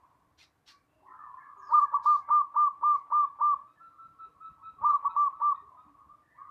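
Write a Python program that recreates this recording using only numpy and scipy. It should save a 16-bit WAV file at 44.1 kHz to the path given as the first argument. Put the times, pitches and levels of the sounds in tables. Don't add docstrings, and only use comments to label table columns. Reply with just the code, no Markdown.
import sys
import numpy as np
from scipy import signal
from scipy.fft import rfft, irfft, next_fast_len
from scipy.io import wavfile
from scipy.ndimage import uniform_filter1d

SR = 44100
rng = np.random.default_rng(int(sys.argv[2]) if len(sys.argv) > 2 else 0)


def invert_db(level):
    return 10 ** (np.asarray(level, dtype=float) / 20)


def master_out(mix):
    frames = np.transpose(np.atleast_2d(mix))
    ceiling = np.clip(frames, -1, 1)
    pcm = np.round(ceiling * 32767).astype(np.int16)
    wavfile.write(sys.argv[1], SR, pcm)


N = 286870

# (delay [s], level [dB])
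WALL_SLAPS = [
    (0.028, 1.2),
    (0.035, -4),
    (.044, -4),
    (.056, -3.5),
    (0.065, -7.5),
]


def dove():
    whistle, spread = whistles()
    scoop, croak = run_ups()
    run_up = scoop + invert_db(-6.5) * croak
    out = whistle + scoop + croak
    diffuse = invert_db(-18.5) * spread + invert_db(-7) * run_up
    early = invert_db(-19.5) * spread + invert_db(-9) * run_up
    add(out, .022, signal.oaconvolve(diffuse, tail(0.74)))
    for delay, db in WALL_SLAPS:
        add(out, delay, invert_db(db) * early[:N - round(delay * SR)])
    return out


# (start [s], end [s], level [dB], top pitch [Hz], fading over the note [dB])
WHISTLES = [(1.733, 1.795, -19, 1210, 0.5), (1.797, 1.806, -29, 1149, 2), (1.814, 1.853, -23.5, 1182, -1.5),
            (1.942, 1.974, -24.5, 1177, -7), (2.06, 2.163, -21.5, 1210, -2), (2.307, 2.418, -22, 1207, -2),
            (2.565, 2.683, -23, 1203, -0.5), (2.837, 2.961, -23.5, 1202, -0.5),
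            (3.125, 3.251, -24, 1201, 0.5), (3.414, 3.543, -24, 1194, 0), (4.845, 4.916, -22.5, 1198, 1),
            (4.914, 4.932, -31.5, 1127, 6), (4.928, 4.965, -24, 1175, 1), (5.051, 5.08, -25.5, 1163, -1.5),
            (5.163, 5.282, -24.5, 1179, -0.5), (5.419, 5.529, -25.5, 1187, 1.5)]
BEAK_OPENING = [0.5, -3.5, 4, 0.5, 1.5, 0, 0, -1, -1, -2, 0, -3.5, 5, 0, 3, -3.5]
# (frequency [Hz], level under the first partial [dB])
BEAK_RESPONSE = [(2200, -53), (2450, -55), (3500, -74), (5600, -75), (5750, -55.5), (6050, -60),
                 (6300, -69), (6780, -69), (6960, -53.5), (7250, -54.5), (8200, -69), (10800, -76),
                 (11600, -64.5), (12050, -64.5), (12500, -81), (13500, -81.5)]
# (frequency [Hz], level per Hz [dB])
BREATH_COLOUR = [(600, -27.5), (1300, 2), (2400, -12), (4400, -29.5), (7500, -18.5), (13600, -23.5),
                 (15000, -38.5)]


def whistles():
    out, spread = np.zeros((2, N))
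    breath = coloured(BREATH_COLOUR, N)
    last_end = 0
    for (start, end, db, top_hz, fade_db), open_db in zip(WHISTLES, BEAK_OPENING):
        t = np.arange(0, end - start + .0105, 1 / SR)
        share = t / t[-1]
        opening = start - last_end > 1
        brief = end - start < .06
        last_end = end

        sag_hz = 33 if opening else 54 if brief else 78
        arch = np.exp(-t / .0105) + 1.1 * share ** 3.2
        throb = -np.cos(4 * np.pi * (share - .027))
        hz = top_hz + 3 - sag_hz * arch - 45 * np.exp(-t / 0.0067)
        hz += opening * 9 * (throb + 2 * share - 1)
        hz -= 110 * np.exp((t - t[-1]) / .006)

        if opening:
            swell_db = 0.15 + 2 * throb
        else:
            swell_db = 1.73 - 17.5 * (share - .45) ** 2
            if not brief:
                swell_db += 2.1 * np.exp(-((share - .92) / .05) ** 2)
                swell_db -= 1.95 * np.exp(-((share - .76) / .073) ** 2)
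        level = invert_db(db + swell_db + fade_db * (share - 0.46)) * edges(t, 0.0075, 0.0105)

        orders = [(1, 0.00037)]
        for k in range(2, 12):
            orders.append((k, read(BEAK_RESPONSE, k * hz) + open_db - 1.5 + 3 * wander(len(t), 0.008)))
        air = invert_db(-49.5) * breath[round(start * SR):][:len(t)]
        note = level * (stack(hz, orders) + air)
        add(out, start - .003, note)
        add(spread, start - .003, note * invert_db(5 * (share - 0.86)))
    return out, spread


# (flip to whistle [s], scoop level [dB], croak start before the flip [s])
RUN_UP_NOTES = [(1.731, -22, 0.044), (1.815, -32, 0.019), (1.944, -25, 0.03), (2.062, -24.5, 0.023),
                (2.309, -25, 0.034), (2.566, -25, 0.028), (2.838, -25, 0.028), (3.127, -25, 0.029),
                (3.415, -25.5, 0.03), (4.846, -23, 0.038), (5.054, -28, 0.028), (5.166, -28, 0.022),
                (5.421, -27, 0.029)]
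# (multiple of the pitch [1], level [dB])
CROAK_PARTIALS = [(1.001, -22), (1.599, -11), (2, -2.5), (2.501, -29.5), (3, -38)]


def run_ups():
    scoops, croaks = np.zeros((2, N))
    for flip, scoop_db, early in RUN_UP_NOTES:
        t = np.arange(0, early + 0.0048, 1 / SR)
        growth_s = .0046 * early / .029
        swell = np.exp(np.minimum(t - early + 0.00075, 0) / growth_s) * edges(t, 0.023, 0.01)
        rise = np.clip((t - early + 0.0023) / (2.5 * growth_s), -1.1, .5)
        scoop = invert_db(3.0) * swell * stack(965 + 72 * rise, [(1, 0.5), (2, -41.5)])
        add(scoops, flip - early, invert_db(scoop_db) * scoop)

        share = t / early
        croak_hz = 608 * (.88 + .22 * share + .03 * wander(len(t), .003))
        croak = stack(croak_hz, CROAK_PARTIALS) * invert_db(3 * wander(len(t), .0025))
        hump = np.sin(np.pi * np.clip(share / .95, 0, 1)) ** 1.2
        add(croaks, flip - early, invert_db(scoop_db - 13.5) * croak * hump)
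    return scoops, croaks


# (start [s], length [s], level [dB], pitch [Hz], overtone strength [dB])
NEIGHBOUR_NOTES = [(3.179, 0.072, -57.5, 1241, 10), (3.451, 0.13, -52, 1225, -4),
                   (3.653, 0.1, -68, 1291, 9.5), (3.792, 0.11, -56, 1341, -1),
                   (3.975, 0.11, -53.5, 1334, -4), (4.181, 0.094, -51, 1323, 1),
                   (4.397, 0.1, -49.5, 1310, 1), (4.619, 0.095, -50, 1313, 4),
                   (4.872, 0.061, -48, 1328, 3.5), (5.076, 0.055, -47.5, 1328, 2),
                   (5.14, 0.12, -59, 1265, 5.5), (5.314, 0.084, -55.5, 1285, -8.5),
                   (5.39, 0.1, -51.5, 1275, -0.5), (5.523, 0.049, -49, 1268, 2.5),
                   (5.762, 0.072, -58, 1262, 5.5), (6.08, 0.1, -58, 1191, -11.5)]
# (multiple of the pitch [1], level [dB])
NEIGHBOUR_PARTIALS = [(1, 0.35), (2, -29.5), (3, -30.5)]


def neighbour():
    tone, husk = np.zeros((2, N))
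    for s, length, db, hz, lift_db in NEIGHBOUR_NOTES:
        t = np.arange(0, length, 1 / SR)
        pitch = hz * (1 - 0.044 * np.exp(-t / 0.015) + 0.012 * wander(len(t), 0.0028))
        level = invert_db(db) * edges(t, 0.022, 0.03)
        husky = [(k, d + lift_db + 5 * wander(len(t), 0.0031)) for k, d in NEIGHBOUR_PARTIALS[1:]]
        husk_pitch = pitch * (.985 + 0.011 * wander(len(t), .004))
        add(tone, s, level * stack(pitch, NEIGHBOUR_PARTIALS[:1]))
        add(husk, s, level * stack(husk_pitch, husky))
    wet = signal.oaconvolve(invert_db(-5.5) * tone + invert_db(-1.5) * husk, tail(1.1))[:N]
    slap = invert_db(-15.5) * tone + invert_db(-14) * husk
    add(wet, .065, slap[:N - round(.065 * SR)])
    return 1.32 * tone + 0.17 * husk + wet


# (start [s], length [s], level [dB], first pitch [Hz], fading [dB])
SCOLD_CALLS = [
    (0.369, 0.1, -59.5, 2550, -2.5),
    (0.654, 0.099, -54, 1890, -11),
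]
# (start [s], length [s], level [dB], first pitch [Hz], fading [dB])
BUZZ_CALLS = [
    (1.69, 0.175, -72.5, 2440, 1.5),
    (2.015, 0.205, -63, 2314, -5),
    (2.91, 0.11, -77, 2190, -1.5),
]
# (frequency [Hz], level per Hz [dB])
RASP_COLOUR = [(500, -35), (900, -10), (1550, -9), (2730, -5), (4070, 2.5), (6000, -7.5), (10000, -22),
               (14000, -24), (16000, -59.5)]


def small_birds():
    calls = [c + (.55, 0.89, -2) for c in SCOLD_CALLS] + [c + (.94, 0.71, 7.1) for c in BUZZ_CALLS]
    out = np.zeros(N)
    for s, length, db, first_hz, fade_db, fall, rasp, tilt_db in calls:
        t = np.arange(0, length, 1 / SR)
        pitch = first_hz * fall ** (t / length) * (1 + .035 * wander(len(t), 0.002))
        tones = evened(stack(pitch, [(1, -3.5), (2, -1.5), (3, -9.5), (4, -17.0)]))
        colour = [(hz, d + tilt_db * np.clip(np.log2(hz / 3000), -2, 1.2)) for hz, d in RASP_COLOUR]
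        hiss = coloured(colour, len(t)) * invert_db(1.8 * wander(len(t), .003))
        level = invert_db(db + fade_db * t / length) * edges(t, 0.034, 0.047)
        add(out, s, level * ((1 - rasp) * tones + rasp * hiss))
    return out + invert_db(-5) * signal.oaconvolve(out, tail(0.56))[:N]


# (start [s], length [s], level [dB], first pitch [Hz], last pitch [Hz])
FAR_COOS = [(0, 0.047, -57.5, 993, 982), (.07, 0.23, -71, 1018, 1026), (1.02, 0.035, -53, 945, 980),
            (1.05, 0.06, -46.5, 998, 1021), (1.09, 0.064, -50.5, 1282, 1275), (1.1, 0.085, -62.5, 896, 910),
            (1.18, 0.096, -47, 1232, 1135), (1.22, .16, -45.5, 1026, 1051), (1.33, 0.1, -53.5, 1121, 1137),
            (1.41, 0.084, -59.5, 986, 1007), (1.44, 0.098, -48.5, 1116, 1149),
            (1.55, 0.073, -52.5, 1042, 994), (1.56, 0.2, -50.5, 1160, 1186), (3.9, 0.15, -63, 1183, 1150),
            (4.12, 0.13, -63.5, 1097, 1193), (4.33, 0.14, -63.5, 1134, 1159),
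            (4.47, 0.14, -68.5, 1155, 1098), (4.57, 0.047, -54, 1010, 1136),
            (4.765, 0.029, -47, 1025, 1170), (5.62, 0.1314, -54, 1095, 984), (5.7, 0.045, -60, 965, 1060),
            (5.8, 0.33, -61, 1137, 1138), (5.98, 0.035, -60.5, 986, 965), (5.995, 0.054, -56, 1133, 1121),
            (6.345, 0.038, -54, 1000, 988), (6.375, 0.044, -43, 1157, 1126), (6.4, 0.066, -55, 1052, 1043),
            (6.43, 0.036, -52, 1151, 1160), (6.478, 0.028, -42, 1202, 1170)]
# (start [s], length [s], level [dB], pitch [Hz])
WARBLES = [(1.069, 0.041, -59, 1870), (1.067, 0.055, -72, 2140), (1.114, 0.14, -65, 1606),
           (1.174, 0.11, -61, 1792), (1.312, 0.23, -67.5, 1380), (1.369, 0.05, -55, 1760),
           (1.398, 0.035, -63.5, 2140), (1.445, .04, -67.5, 2103), (1.375, 0.02, -64, 1880),
           (1.402, 0.056, -56, 1700), (1.48, 0.025, -58.5, 1684), (1.593, 0.15, -57, 1691),
           (1.782, 0.12, -55.5, 1704), (1.948, 0.12, -63.5, 1694), (2.094, 0.22, -66, 1665),
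           (2.214, 0.11, -64.5, 2168), (2.9, 0.13, -70, 2200), (3.545, 0.093, -74.5, 1700),
           (3.756, 0.043, -63.5, 1780), (3.197, 0.093, -68, 1727), (5.547, 0.046, -61.5, 1856),
           (6.216, 0.18, -70, 1840), (6.302, 0.04, -64.5, 1897), (6.341, 0.065, -67, 2010),
           (6.45, .025, -67, 2010), (6.363, 0.082, -75, 2200), (6.374, 0.075, -67, 1610)]
# (start [s], length [s], level [dB], pitch [Hz])
PIGEON_HOOTS = [(0.909, 0.12, -73.5, 638), (0.995, .13, -78, 376), (1.556, 0.16, -75, 396),
                (2.166, .04, -61, 771), (2.763, 0.11, -76, 362.5), (2.892, 0.044, -69, 446),
                (3.547, .07, -74.5, 636), (4.248, 0.045, -71, 450), (4.76, 0.08, -74.5, 427.4),
                (5.61, 0.029, -68.5, 413), (5.69, 0.044, -64.5, 703), (5.839, 0.07, -68, 302.3),
                (6.077, .1, -79.5, 638)]
# (start [s], length [s], level [dB], first pitch [Hz], last pitch
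# [Hz])
THIN_PEEPS = [
    (1.575, .04, -79, 6750, 6400),
    (1.605, .025, -84, 6300, 5500),
    (1.618, .065, -76, 5400, 4950),
    (1.675, .055, -76, 4950, 3900),
    (1.63, .07, -84, 6620, 6500),
    (.88, .17, -87, 2680, 2780),
    (.74, .07, -82, 2330, 2310),
    (.705, .05, -68, 1160, 1150),
]
# (start [s], length [s], level [dB], first [Hz], last [Hz])
VOICED_STROKES = [(.378, .03, -71, 5850, 5700), (.388, .03, -66, 3600, 3500), (.398, .04, -65, 2600, 1750),
                  (.41, .04, -68, 4300, 3700), (.415, .03, -71, 2750, 2500), (.665, .03, -70, 5600, 5600),
                  (.668, .025, -67, 3000, 4300), (.685, .035, -64, 5600, 4000),
                  (.68, .035, -64, 4250, 4100), (.68, .035, -66, 2850, 2750), (.688, .035, -67, 2100, 1300),
                  (1.72, .06, -78, 4150, 3950), (1.7, .06, -78, 5100, 4900), (1.745, .08, -76, 4700, 4300),
                  (1.72, .11, -79, 8600, 8500), (1.72, .1, -83, 9300, 9000), (2.03, .035, -73, 5300, 5700),
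                  (2.04, .07, -71, 4850, 4500), (2.07, .07, -71, 4250, 4400), (2.04, .07, -74, 3650, 3300),
                  (2.12, .07, -78, 4750, 4400), (2.13, .06, -81, 3600, 3600)]


def far_birds():
    out = distant(FAR_COOS, .42, -3.6, -12.5)
    out += distant([c + (.95 * c[-1],) for c in WARBLES], .28, -5.5, -13)
    out += distant([c + c[-1:] for c in PIGEON_HOOTS], 0.43, -2.5)
    out += distant(THIN_PEEPS, .22, 3, -3)
    return out + invert_db(1.5) * distant(VOICED_STROKES, .24, -4, -1.5)


def distant(rows, rough, wet_db, dry_db=-13.5):
    out = np.zeros(N)
    for s, length, db, first_hz, last_hz in rows:
        t = np.arange(0, length, 1 / SR)
        glide = first_hz + (last_hz - first_hz) * t / length
        pitch = glide * (1 + 0.099 * rough * wander(len(t), 0.0052))
        flutter = invert_db(2 * rough * wander(len(t), 0.018))
        add(out, s, invert_db(db) * flutter * edges(t, 0.0057, .015) * stack(pitch, [(1, 0.0039)]))
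    return invert_db(dry_db) * out + invert_db(wet_db) * signal.fftconvolve(out, tail(0.71))[:N]


# (peak [s], peak level [dB], build-up [dB per s])
WIND_GUSTS = [(.27, -64, 290), (2.41, -66.5, 14), (2.95, -70, 20.5), (3.22, -68.5, 57), (3.55, -65.5, 57),
              (3.87, -65, 185.5), (4.11, -65, 67), (4.71, -62, 55), (4.82, -56, 296), (4.95, -63, 16),
              (5.12, -68, 14.5), (5.5, -66.5, 11.5), (5.68, -69, 23), (5.87, -63, 238), (6.1, -70, 14),
              (6.46, -69.5, 195.5)]
# (start [s], end [s], level [dB])
MURMUR_BOUTS = [
    (0, 0.01, -64),
    (1.213, 1.708, -65),
    (1.937, 2.185, -58.5),
    (2.4, 2.807, -61),
    (2.97, 3.201, -57.5),
    (3.4, 3.6, -66.5),
    (4.202, 4.5, -72),
    (4.98, 5.101, -55.5),
    (5.2, 5.4, -59),
    (5.6, 5.85, -65),
]
# (frequency [Hz], level per Hz [dB])
MURMUR_COLOUR = [(350, -26.5), (600, -11.5), (900, 3.5), (1100, 10), (1400, -12.5), (1900, -17), (2400, -20),
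                 (3200, -35), (5000, -65.5)]
# (frequency [Hz], level per Hz [dB])
STREET_COLOUR = [(20, -42.5), (50, -6.5), (130, -1), (230, -13), (300, 0), (370, -12.5), (700, -9),
                 (1000, -17), (1500, -14), (2600, -25), (5800, -31.5), (12000, -32), (14200, -34.5),
                 (15500, -62.5)]


def street():
    t = np.arange(0, N / SR + .01, .005)
    peak_s, peak_db, build_db = np.transpose(WIND_GUSTS)
    wind_db = np.maximum(bouts(t, peak_s, peak_s, peak_db, build_db, 130), -81)
    murmur_db = bouts(t, *np.transpose(MURMUR_BOUTS), 48.5, 31)
    at = np.arange(N) / SR
    wind_db = np.interp(at, t, wind_db)
    murmur_db = np.interp(at, t, murmur_db)
    lumps, flicker = slow_noise(N, 700), slow_noise(N, 900)
    rumble = [(25, -32.5), (45, -7.0), (60, 0.4), (130, -5.5), (220, -8.0), (400, -30.0), (900, -61.0)]
    gusts = invert_db(wind_db - 7.0 + 5.0 * lumps) * coloured(rumble, N)
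    murmur = invert_db(murmur_db - 3.5 + 3.8 * flicker) * coloured(MURMUR_COLOUR, N)
    return invert_db(-73.5) * coloured(STREET_COLOUR, N) + murmur + gusts


def bouts(t, start, end, db, rise_db, fall_db):
    t = t[:, None]
    building = rise_db * np.maximum(start - t, 0)
    dying = fall_db * np.maximum(t - end, 0)
    return (db - building - dying).max(axis=1)


# (frequency [Hz], time to fall by 60 dB [s])
YARD_DECAY = [(300, 0.7), (1000, 0.49), (3000, 0.2), (6000, 0.38), (9000, 0.3)]


def tail(stretch):
    taps = np.zeros(SR // 2)
    at = np.arange(300, SR // 2 - 20, 20)
    taps[at + rng.integers(0, 20, len(at))] = rng.choice([-1., 1.], len(at))
    hz, t, z = signal.stft(taps, SR, nperseg=256)
    decay_s = stretch * read(YARD_DECAY, hz)[:, None]
    out = signal.istft(z * invert_db(-60 * t / decay_s), SR, nperseg=256)[1]
    return out / np.linalg.norm(out)


def stack(hz, orders):
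    phase = 2 * np.pi * (np.cumsum(hz) / SR + rng.random())
    return np.sqrt(2) * sum(invert_db(db) * np.sin(k * phase) for k, db in orders)


def coloured(points, size):
    hz, db = np.transpose(points)
    long = next_fast_len(size)
    bins = np.log(np.fft.rfftfreq(long, 1 / SR) + 1)
    gain = invert_db(np.interp(bins, np.log(hz), db))
    return evened(irfft(rfft(rng.standard_normal(long)) * gain, long))[:size]


def slow_noise(size, width):
    return evened(uniform_filter1d(uniform_filter1d(rng.standard_normal(size), width), width))


def wander(size, seconds):
    return slow_noise(SR // 3, max(int(seconds * SR), 2))[:size]


def edges(t, rise, fall):
    ramp = np.minimum(t / rise, (t[-1] - t) / fall)
    return np.sin(np.pi / 2 * np.clip(ramp, 0, 1)) ** 2


def evened(x):
    return x / np.sqrt(np.mean(x ** 2) + 1e-20)


def read(points, at):
    return np.interp(at, *np.transpose(points))


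def add(mix, s, sound):
    part = mix[max(round(s * SR), 0):][:len(sound)]
    part += sound[:len(part)]


def scene():
    return (dove() + neighbour() + small_birds() + far_birds() + street())[None]


def low_pass(x):
    return signal.sosfilt(signal.butter(12, 15570, fs=SR, output="sos"), x)


def record(dry):
    limit = signal.firwin(255, 14300, fs=SR)[None]
    mix = signal.oaconvolve(dry, limit, "same")
    return low_pass(mix)


dry = scene()
out = record(dry)
master_out(out)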